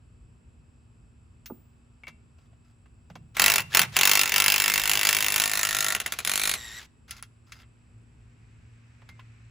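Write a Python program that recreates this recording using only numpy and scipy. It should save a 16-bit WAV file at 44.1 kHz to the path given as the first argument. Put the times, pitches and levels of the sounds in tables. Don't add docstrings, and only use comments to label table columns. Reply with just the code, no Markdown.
import sys
import numpy as np
from scipy import signal
from scipy.fft import rfft, irfft, next_fast_len
from scipy.io import wavfile
from scipy.ndimage import map_coordinates

SR = 44100
rng = np.random.default_rng(int(sys.argv[2]) if len(sys.argv) > 2 else 0)


def generate_wav(signal):
    frames = np.transpose(np.atleast_2d(signal))
    scaled = np.clip(frames, -1, 1) * 32767
    pcm = np.round(scaled).astype(np.int16)
    wavfile.write(sys.argv[1], SR, pcm)


N = 418950
BLOW_RISE_S = .001

# frequency in Hz, level in dB.
BLOW_COLOUR = [(30, -34), (55, -4), (105, -8), (150, -9), (200, -5.5), (260, -13.5), (380, -6),
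               (520, -10.5), (780, -2.5), (1050, 0.5), (1250, -1.5), (1500, 1), (2300, 2.5), (3000, 1.5),
               (3600, -3.5), (7500, -5), (9000, -4.5), (10500, -3.5), (12800, -8.5), (15300, 2.5),
               (16100, -27)]
# pitch in Hz, gain in dB, fade time in seconds.
WHEEL_NOTES = [(1110, -1, 0.11), (1365, 1, 0.08), (2020, 7.5, 0.08), (2115, 9, 0.07), (2262, 10, .06),
               (2630, 10, 0.08), (2717, 16.5, 0.14), (2776, 7, 0.05), (3258, 5, 0.05), (4850, -2, 0.012)]
# pitch in Hz, gain in dB, fade time in seconds.
JINGLE_NOTES = [(1335, 9, 0.11), (2100, 7.5, 0.1), (3413, 1, .1), (4940, 8.5, 0.018)]


def hammer(blows, bright_db=2.5, second_jaw_gain=.3):
    # top of the band in Hz, fade times of the crack and of its
    # tail in seconds, tail level in dB.
    bands = [(700, .02, 0.11, 4), (1520, .015, 0.1, -11), (3300, 0.014, 0.06, -14.5),
             (7418, 0.006, 0.055, -14.5), (13000, 0.007, 0.043, -7), (17000, 0.01, 0.041, -1)]
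    # frequency in Hz, likeness from 0 to 1.
    likeness = [(700, .93), (1500, .7), (3300, .7), (7400, .5), (15000, .45)]
    # frequency in Hz, change in dB.
    loose_colour = [(100, -0.5), (680, -0.5), (900, -6.5), (1500, -2.5), (2600, -6.5), (3500, -1.5),
                    (5200, -2.5), (7500, -.5), (11000, 2.5), (15000, -7)]
    t = np.arange(3072) / SR
    jaw_lag_s = np.abs(.0006 + .00025 * wobble(12))
    below = lambda hz, edge: 1 / (1 + (hz / edge) ** 10)
    out, low = np.zeros((2, N)), 0
    for high, crack_s, tail_s, tail_db in bands:
        onset = 1 - np.exp(-(t / BLOW_RISE_S) ** 2 * high / 2500)
        shape = onset * (fade(t, crack_s) + amp(tail_db) * fade(t, tail_s))
        keep = along(likeness, high)
        band, clatter = np.zeros((2, N)), rng.standard_normal((2, len(t)))
        for when, db, shine_db in blows:
            clatter = keep * clatter + np.sqrt(1 - keep ** 2) * rng.standard_normal(clatter.shape)
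            treble_db = (shine_db + bright_db) * (low > 2500)
            burst = amp(db + treble_db) * evened(shape * clatter, high / 5)
            add(band, when, burst)
            if low > 1000:
                add(band, when + jaw_lag_s[round(when * SR)], second_jaw_gain * burst)
        out += filtered(band, lambda hz: np.sqrt(np.abs(below(hz, high) - below(hz, low + 1))))
        low = high
    tight = filtered(out, lambda hz: unit(amp(along(BLOW_COLOUR, hz))))
    loose, = curves([(4.5, 0), (6.1, 1)])
    return (1 - loose) * tight + loose * filtered(tight, lambda hz: amp(along(loose_colour, hz)))


def hammer_blows(run_db=-5, clack_db=-18, lead_s=.0012):
    # start and end in seconds, number of blows, greatest lag while
    # gathering speed in seconds, then relative force, force lost and unevenness, all in dB.
    runs = [(3.3975, 3.559, 9, 0.0038, -21, 1.5, 0.84), (3.7492, 3.794, 3, 0.00048, -21.5, -2.5, 0.4),
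            (3.9671, 4.2345, 14, 0.0052, -20.5, 4.5, 1.12), (4.2582, 4.295, 3, 0.00097, -30, 1, 1),
            (4.3214, 5.924, 83, .008, -25, 4.5, 1.96), (6.275, 6.515, 13, 0.0026, -30.5, -0.5, .5)]
    # time in seconds, change in dB.
    swell = [(3.8, -1.5), (3.97, -5), (4.05, 0.5), (4.12, -1), (4.17, -2.5), (4.35, -1.5), (4.41, -2.5),
             (4.49, 0.5), (4.62, -1.5), (4.68, -0.5), (4.86, -3), (5.07, 1.5), (5.28, 0), (5.55, -0.5),
             (5.7, -0.5), (5.9, 0)]
    # time in seconds, relative level in dB, brightness in dB.
    single_clacks = [(3.368, -16, -10.5), (3.581, -10.5, -5.5), (3.604, -24.5, 2), (3.739, -19.5, -11.5),
                     (3.816, -11, -1.5), (3.835, -20.5, -8.5), (3.96, -22.5, -13), (5.949, -13, -4.5),
                     (6.001, -17, -2.5), (6.062, -16, -3.5), (6.122, -16.5, -1.5), (6.188, -17, -3.5),
                     (6.249, -18.5, 0.5), (6.538, -16.5, -2.5)]
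    rows = []
    for first, last, count, lag_s, force_db, lost_db, scatter_db in runs:
        k = np.arange(round(count))
        progress = k / k[-1]
        opening_db = 3 * np.exp(-k / 1.5)
        chance = rng.standard_normal((len(k), 2))
        times = first + (last - first) * progress + lag_s * 27 / 4 * progress * (1 - progress) ** 2
        level = run_db + force_db - lost_db * progress + opening_db + scatter_db * chance[:, 0]
        level += np.interp(times, *np.transpose(swell))
        brightness = .85 * chance[:, 1] - opening_db
        rows.append(np.column_stack([times - lead_s, level, brightness]))
    clacks = np.array(single_clacks) + [0, clack_db, 0]
    rebounds = clacks + [.0145, -8, -3]
    return np.vstack(rows + [clacks, rebounds])


def punches(blows, boost_db=34.5):
    out = np.zeros((2, N))
    for (when, db, _), sign in zip(blows, rng.choice([-1, 1], (len(blows), 2, 1))):
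        add(out, when + BLOW_RISE_S, sign * amp(db + boost_db))
    return filtered(out, lambda hz: unit(amp(along(BLOW_COLOUR, hz))))


def steel_ring(blows, clatter, rocking_db=1.2, weak_swing_db=4, groups=4):
    # time in seconds, then gains in dB for wheel, nut, socket, stud.
    grip = [(3.4, -5.5, -9, -20, -5.5), (4.1, -3, -23.5, -26, 3), (4.5, -1, -24, -28.5, -12),
            (5.2, -4.5, -23, -24, -25), (5.401, -5.5, -16, -12.5, -15.5), (5.62, -16.5, 0, -33, -14),
            (5.95, -10, 1.5, -21, -14), (6.27, -14.5, -25, -1.5, -16)]
    # pitch in Hz, gain in dB, fade time in seconds.
    nut_notes = [(674, -5, 0.02535), (1124, -0.5, 0.094), (1370, 7.5, 0.028), (1830, 3, .018),
                 (1950, 0.5, 0.026), (2750, 1, 0.072), (2928, -8.5, .05), (4040, -3.5, .012),
                 (6760, 3.5, 0.0091)]
    socket_notes = [(665, -17.5, 0.073), (1140, 5.5, .06), (1347, 3, 0.029), (1940, 3.5, 0.044),
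                    (2435, 10, 0.011), (3620, -0.5, 0.0085), (3930, 8, 0.011), (6930, -3, 0.0065),
                    (10000, -6.5, .005)]
    stud_notes = [(4330, 1.5, .09), (5510, -3.5, 0.094), (6070, 4.5, .1), (6870, -1, .018)]
    # start and end in seconds, gain in dB.
    nut_slide = (4.1, 5.1, -7)
    wheel_db, *parts_db = curves(grip)
    ring = ringing(punches(blows) * amp(wheel_db), WHEEL_NOTES)
    for db, notes in zip(parts_db, [nut_notes, socket_notes, stud_notes]):
        ring += ringing(clatter * amp(db + rocking_db * wobble(30)), notes)
    weak_notes = weak_wheel_notes()
    for k in range(groups):
        ring += ringing(clatter * amp(wheel_db + weak_swing_db * wobble(11)), weak_notes[k::groups])
    start, end, slide_db = nut_slide
    return ring + ringing(clatter * amp(slide_db) * gate(start, end, .02, .05), JINGLE_NOTES)


def weak_wheel_notes(count=36, low_hz=2900, high_hz=12000, gain_db=-9, fade_s=.075):
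    place = (np.arange(count) + rng.random(count)) / count
    pitches = low_hz * (high_hz / low_hz) ** place
    return [(hz, db, fade_s) for hz, db in zip(pitches, rng.normal(gain_db, 1.3, count))]


def motor(mesh_hz=1885, spin_up_s=.026, brake_s=.075, whine_db=1.8, flutter=.62):
    # start and end in seconds, relative speed, relative level in dB.
    motor_stretches = [(3.345, 3.554, 0.91, -43), (3.694, 3.734, 0.79, -46.5), (3.719, 3.789, 0.82, -35),
                       (3.921, 5.945, 0.84, -41.5), (5.95, 6.264, 0.37, -45), (6.248, 6.791, 1, -47)]
    # time in seconds, speed multiplier.
    speed_swing = [(6.54, 1.14), (6.587, 1.03), (6.62, 1), (6.655, 1.005), (6.705, .975), (6.775, 1.03)]
    # multiple of the tooth rate, relative level in dB.
    harmonics = [(1, 0), (2, -3), (3, -7.5), (4, -3.5), (6, -12)]
    # frequency in Hz, level in dB.
    whir_colour = [(150, -5), (700, -4.5), (1500, 1.5), (2300, 1.5), (4000, 1), (7500, -6.5),
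                   (11000, -11.5), (15500, -15), (16200, -32.5)]
    speeds = [share * gate(start, end, spin_up_s, brake_s) for start, end, share, _ in motor_stretches]
    levels = [amp(db) * np.sqrt(speed) for (*_, db), speed in zip(motor_stretches, speeds)]
    level = np.max(levels, axis=0)
    speed = np.max(speeds, axis=0) * curves(speed_swing)[0]
    phase = 2 * np.pi * np.cumsum(mesh_hz * speed * (1 + .008 * wobble(90))) / SR
    throb = np.sin(phase / 16.5)
    tooth = phase + .38 * throb + .23 * wobble(600)
    tones = [amp(db) * (1 + flutter * wobble(420)) * np.sin(k * tooth) * speed ** (2 * k + 1)
             for k, db in harmonics]
    whine = amp(whine_db) * sum(tones)
    return level * (1 + .3 * throb) * (noise(whir_colour) + whine * [[1], [0]])


def handling(click_db=-12, knock_db=9, shine_db=4, ring_db=-9, chatter_s=.069, snap_s=.0012):
    # time in seconds, then relative level, bass and
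    # treble, all in dB.
    touches = [(1.459, -29.5, -22, 2.5), (2.035, -40.5, -0.5, -14), (2.071, -33.5, -8, -26),
               (2.08, -28.5, -5, -7), (2.385, -48.5, 4, -7), (2.529, -49.5, 7, -19), (2.858, -48, 1.5, -18),
               (3.101, -36, 7, -8.5), (3.155, -30.5, 7.5, -4.5), (7.08, -41.5, -22, -5),
               (7.109, -22, -45, 2), (7.167, -37, -30, 4.5), (7.196, -44, -20, -6), (7.226, -29, -16, -1.5),
               (7.521, -28, -22, -4.5), (7.599, -41.5, -32, -10.5), (7.631, -44.5, -13, -17),
               (9.019, -42.5, 4, -20.5), (9.09, -35, -10, -5.5), (9.195, -38, -14, -16)]
    # frequency in Hz, level in dB.
    colour = [(150, -10.5), (600, -1), (1400, 7.5), (2300, 3.5), (3600, 2), (6500, -2.5), (8500, -10.5),
              (11000, -7), (15500, -15), (16200, -28)]
    # start and end in seconds, level in dB.
    scrapes = [(2.39, 2.47, -76.5), (2.639, 2.72, -76.5), (7.076, 7.194, -55.5), (7.46, 7.516, -66.5),
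               (7.516, 7.624, -61)]
    t = np.arange(SR // 5) / SR
    shape = fade(t, chatter_s) + .5 * fade(t, snap_s)
    clicks = np.zeros((2, N))
    for when, db, bass_db, treble_db in touches:
        tilt = [(700, bass_db + knock_db), (1600, 0), (3000, 0), (5500, treble_db + shine_db)]
        white = rng.standard_normal((2, len(t)))
        chatter = unit(filtered(white, lambda hz: amp(along(colour, hz) + along(tilt, hz))))
        add(clicks, when, amp(db + click_db) * chatter * shape)
    pressure = sum(amp(db) * gate(start, end, rise_s=.013, fall_s=.0093) for start, end, db in scrapes)
    scrape = pressure * unit(noise(colour) * amp(2.9 * wobble(300)))
    return clicks + amp(ring_db) * ringing(clicks, WHEEL_NOTES) + scrape + ringing(scrape, JINGLE_NOTES)


def socket_clinks():
    # time in seconds, level in dB.
    pushes = [(2.036, -44), (2.07, -38.5)]
    # pitch in Hz, relative level in dB, fade time in seconds.
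    notes = [(2089, -11, .16), (2220, 5.5, 0.048), (2300, -5, 0.15), (2460, -5, .03), (2719, -13.5, 0.24),
             (3320, -19, 0.088)]
    t = np.arange(SR // 3) / SR
    out = np.zeros(N)
    for when, db in pushes:
        for hz, note_db, fade_s in notes:
            tone = np.sin(2 * np.pi * hz * t + rng.uniform(0, 2 * np.pi))
            add(out, when, amp(db + note_db) * tone * fade(t, fade_s))
    return out


def knocks(thud_width=.34, thud_rise_s=.00079):
    # time in seconds, pitch in Hz, level in dB, fade time in seconds.
    pings = [(1.461, 15070, -43.5, 0.35), (3.583, 2766, -36.5, 0.29), (6.061, 1990, -19.5, .03),
             (7.109, 10310, -25, 0.0097), (7.109, 1376, -47, 0.15), (7.226, 1400, -44, 0.05),
             (7.226, 10230, -24, 0.0065), (9.093, 2110, -50.5, 0.26), (9.193, 1040, -44.5, 0.046)]
    thuds = [(1.5, 856, -40, 0.061), (1.507, 356, -33.5, 0.036), (1.52, 247, -38, 0.069),
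             (2.081, 157, -53.5, 0.58), (3.106, 140, -47, 0.94), (3.158, 179.5, -47, 0.15),
             (3.601, 120, -42.5, 0.82), (3.8, 132, -39, 0.73)]
    t = np.arange(SR // 2) / SR
    out = np.zeros(N)
    for when, hz, db, fade_s in pings:
        add(out, when, amp(db) * np.sin(2 * np.pi * hz * t) * fade(t, fade_s))
    for when, centre_hz, db, fade_s in thuds:
        white = rng.standard_normal(len(t))
        body = filtered(white, lambda hz: 1 / (1 + (np.log((hz + 1) / centre_hz) / thud_width) ** 4))
        add(out, when, amp(db) * unit(body) * fade(t, fade_s) * (1 - np.exp(-t / thud_rise_s)))
    return out


def near_echo(x, level_db=-24):
    # frequency in Hz, fade time in seconds.
    fade_times = [(200, 0.6), (2000, 0.15), (12000, 0.12)]
    hz, t, spectrum = signal.stft(rng.standard_normal((2, SR // 3)), SR, nperseg=256)
    tail = signal.istft(spectrum * fade(t, along(fade_times, hz)[:, None]), SR, nperseg=256)[1]
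    return amp(level_db) * signal.fftconvolve(x, tail / np.linalg.norm(tail[0]), axes=1)[:, :N]


def far_echo(x, fade_s=.49, level_db=-19, dull_hz=3512):
    tail = rng.standard_normal((2, SR)) * fade(np.arange(SR) / SR, fade_s)
    echo = signal.fftconvolve(x, tail / np.linalg.norm(tail[0]), axes=1)[:, :N]
    return amp(level_db) * filtered(echo, lambda hz: 1 / np.sqrt(1 + (hz / dull_hz) ** 2))


def traffic(drone_hz=113, nearest_s=9.26, approach_s=3.13):
    # frequency in Hz, relative level in dB.
    rumble_colour = [(20, -33), (32, -25), (50, 4.5), (110, 1), (160, -7), (250, -15), (400, -20),
                     (700, -37), (1500, -70)]
    hiss_colour = [(250, 11), (500, 1.5), (1300, 1.5), (2000, -5.5), (2700, -3), (4000, -14.5),
                   (6500, -22.5), (11000, -41), (14000, -33.5)]
    tyre_colour = [(400, -14), (1000, -3.5), (1500, 1.5), (2500, 4), (3300, -8.5), (4400, -10),
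                   (6500, -12.5), (9000, -30), (14000, -38)]
    sizzle_colour = [(2000, -34), (5000, -9.5), (6600, -22.5), (7400, -2), (7850, 3), (8600, -9.5),
                     (11000, -19.5), (14000, -43.5)]
    # pitch in Hz, level in dB.
    hum_tones = [(236.9, -69), (2584, -84.5)]
    near, = curves([(nearest_s - approach_s, 0), (nearest_s, 1), (nearest_s + approach_s, 0)])
    rumble = amp(-56.5 + 1.5 * wobble(6)) * stereo(noise(rumble_colour), [(100, .96), (500, .71)])
    hiss = amp(-67.5 + .25 * wobble(4.4)) * stereo(noise(hiss_colour), [(1000, .022), (7000, .29)])
    tyres = amp(-65 + .42 * wobble(2.5)) * stereo(noise(tyre_colour), [(1000, .08), (7000, .47)])
    sizzle = amp(-76) * stereo(noise(sizzle_colour), [(7000, 1.0)])
    drone = amp(-66 + 12 * near + 3 * wobble(21)) * drifting_tone(drone_hz, drift_hz=1.1)
    hum = sum(amp(db) * drifting_tone(hz, drift_hz=1.9) for hz, db in hum_tones)
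    return rumble + hiss + near ** 2 * tyres + sizzle + drone + hum


def drifting_tone(hz, drift_hz):
    return np.sqrt(2) * np.sin(2 * np.pi * np.cumsum(hz + drift_hz * wobble(8.2)) / SR)


def ringing(drive, notes):
    t = np.arange(SR // 3) / SR
    ring = sum(amp(db) * np.cos(2 * np.pi * hz * t) * 2 * fade(t, fade_s) / fade(t, fade_s).sum()
               for hz, db, fade_s in notes)
    return signal.oaconvolve(drive, ring[None], axes=1)[:, :N]


def evened(burst, hz):
    size = burst.shape[-1] + 1024
    spectrum = rfft(burst, size)
    bumps = irfft(np.log(np.abs(spectrum) + 1e-9))
    bumps[:, round(SR / hz):] = 0
    bumps[:, 0] = 0
    return unit(irfft(spectrum * np.exp(-2 * rfft(bumps)))[:, :burst.shape[-1]])


def noise(colour):
    return unit(filtered(rng.standard_normal((2, N)), lambda hz: amp(along(colour, hz))))


def stereo(pair, alike):
    turn = lambda hz: np.arccos(np.clip(along(alike, hz), -1, 1)) / 2
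    mid, side = filtered(pair, lambda hz: np.array([np.cos(turn(hz)), np.sin(turn(hz))]))
    return np.array([mid + side, mid - side])


def filtered(x, response):
    size = x.shape[-1]
    padded = next_fast_len(size + 4096)
    return irfft(rfft(x, padded) * response(np.fft.rfftfreq(padded, 1 / SR)), padded)[..., :size]


def fade(t, fade_s):
    return np.exp(-np.log(1000) * t / fade_s)


def gate(start, end, rise_s, fall_s):
    t = np.arange(N) / SR
    return np.clip((t - start) / rise_s, 0, 1) * np.clip(1 - (t - end) / fall_s, 0, 1)


def wobble(rate):
    return map_coordinates(rng.standard_normal(int(N * rate / SR) + 4), [np.arange(N) * rate / SR])


def curves(rows):
    times, *columns = np.transpose(rows)
    return [np.interp(np.arange(N) / SR, times, column) for column in columns]


def along(points, hz):
    frequencies, values = np.transpose(points)
    return np.interp(np.log(hz + 1), np.log(frequencies + 1), values)


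def add(track, when, sound):
    part = track[..., round(when * SR):][..., :sound.shape[-1]]
    part += sound[..., :part.shape[-1]]


def amp(db):
    return 10 ** (np.asarray(db) / 20)


def unit(x):
    return x / np.sqrt(np.mean(x ** 2) + 1e-20)


def scene():
    # frequency in Hz, likeness from 0 to 1.
    alike = [(100, 1), (350, .98), (550, .75), (900, .86), (1300, .77), (2000, .95), (3500, .92),
             (5700, .72), (7000, .95), (15000, .91)]
    # frequency in Hz, left level over right in dB.
    balance = [(100, -1.5), (400, -3), (750, -5), (1400, -1), (2500, 0.5), (4000, 0.5), (6000, 3.5),
               (8000, 0)]
    blows = hammer_blows()
    clatter = hammer(blows)
    wrench = clatter + steel_ring(blows, clatter) + motor()
    work = stereo(wrench + handling() + socket_clinks(), alike) + knocks()
    work = filtered(work, lambda hz: amp(along(balance, hz) * np.array([[.5], [-.5]])))
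    return work + near_echo(work) + far_echo(work) + traffic()


def record(dry, top_hz=16600):
    # frequency in Hz, phase between left and right in whole cycles.
    phase_gap = [(7000, 0), (9000, -.5), (11200, -1), (13200, -1.5), (15300, -2)]
    half_gap = lambda hz: np.pi * np.interp(hz, *np.transpose(phase_gap))
    shifted = filtered(dry, lambda hz: np.exp(1j * half_gap(hz) * np.array([[1], [-1]])))
    rounded = shifted / (1 + np.abs(shifted) ** 6) ** (1 / 6)
    return filtered(rounded, lambda hz: hz < top_hz)


dry = scene()
out = record(dry)
generate_wav(out)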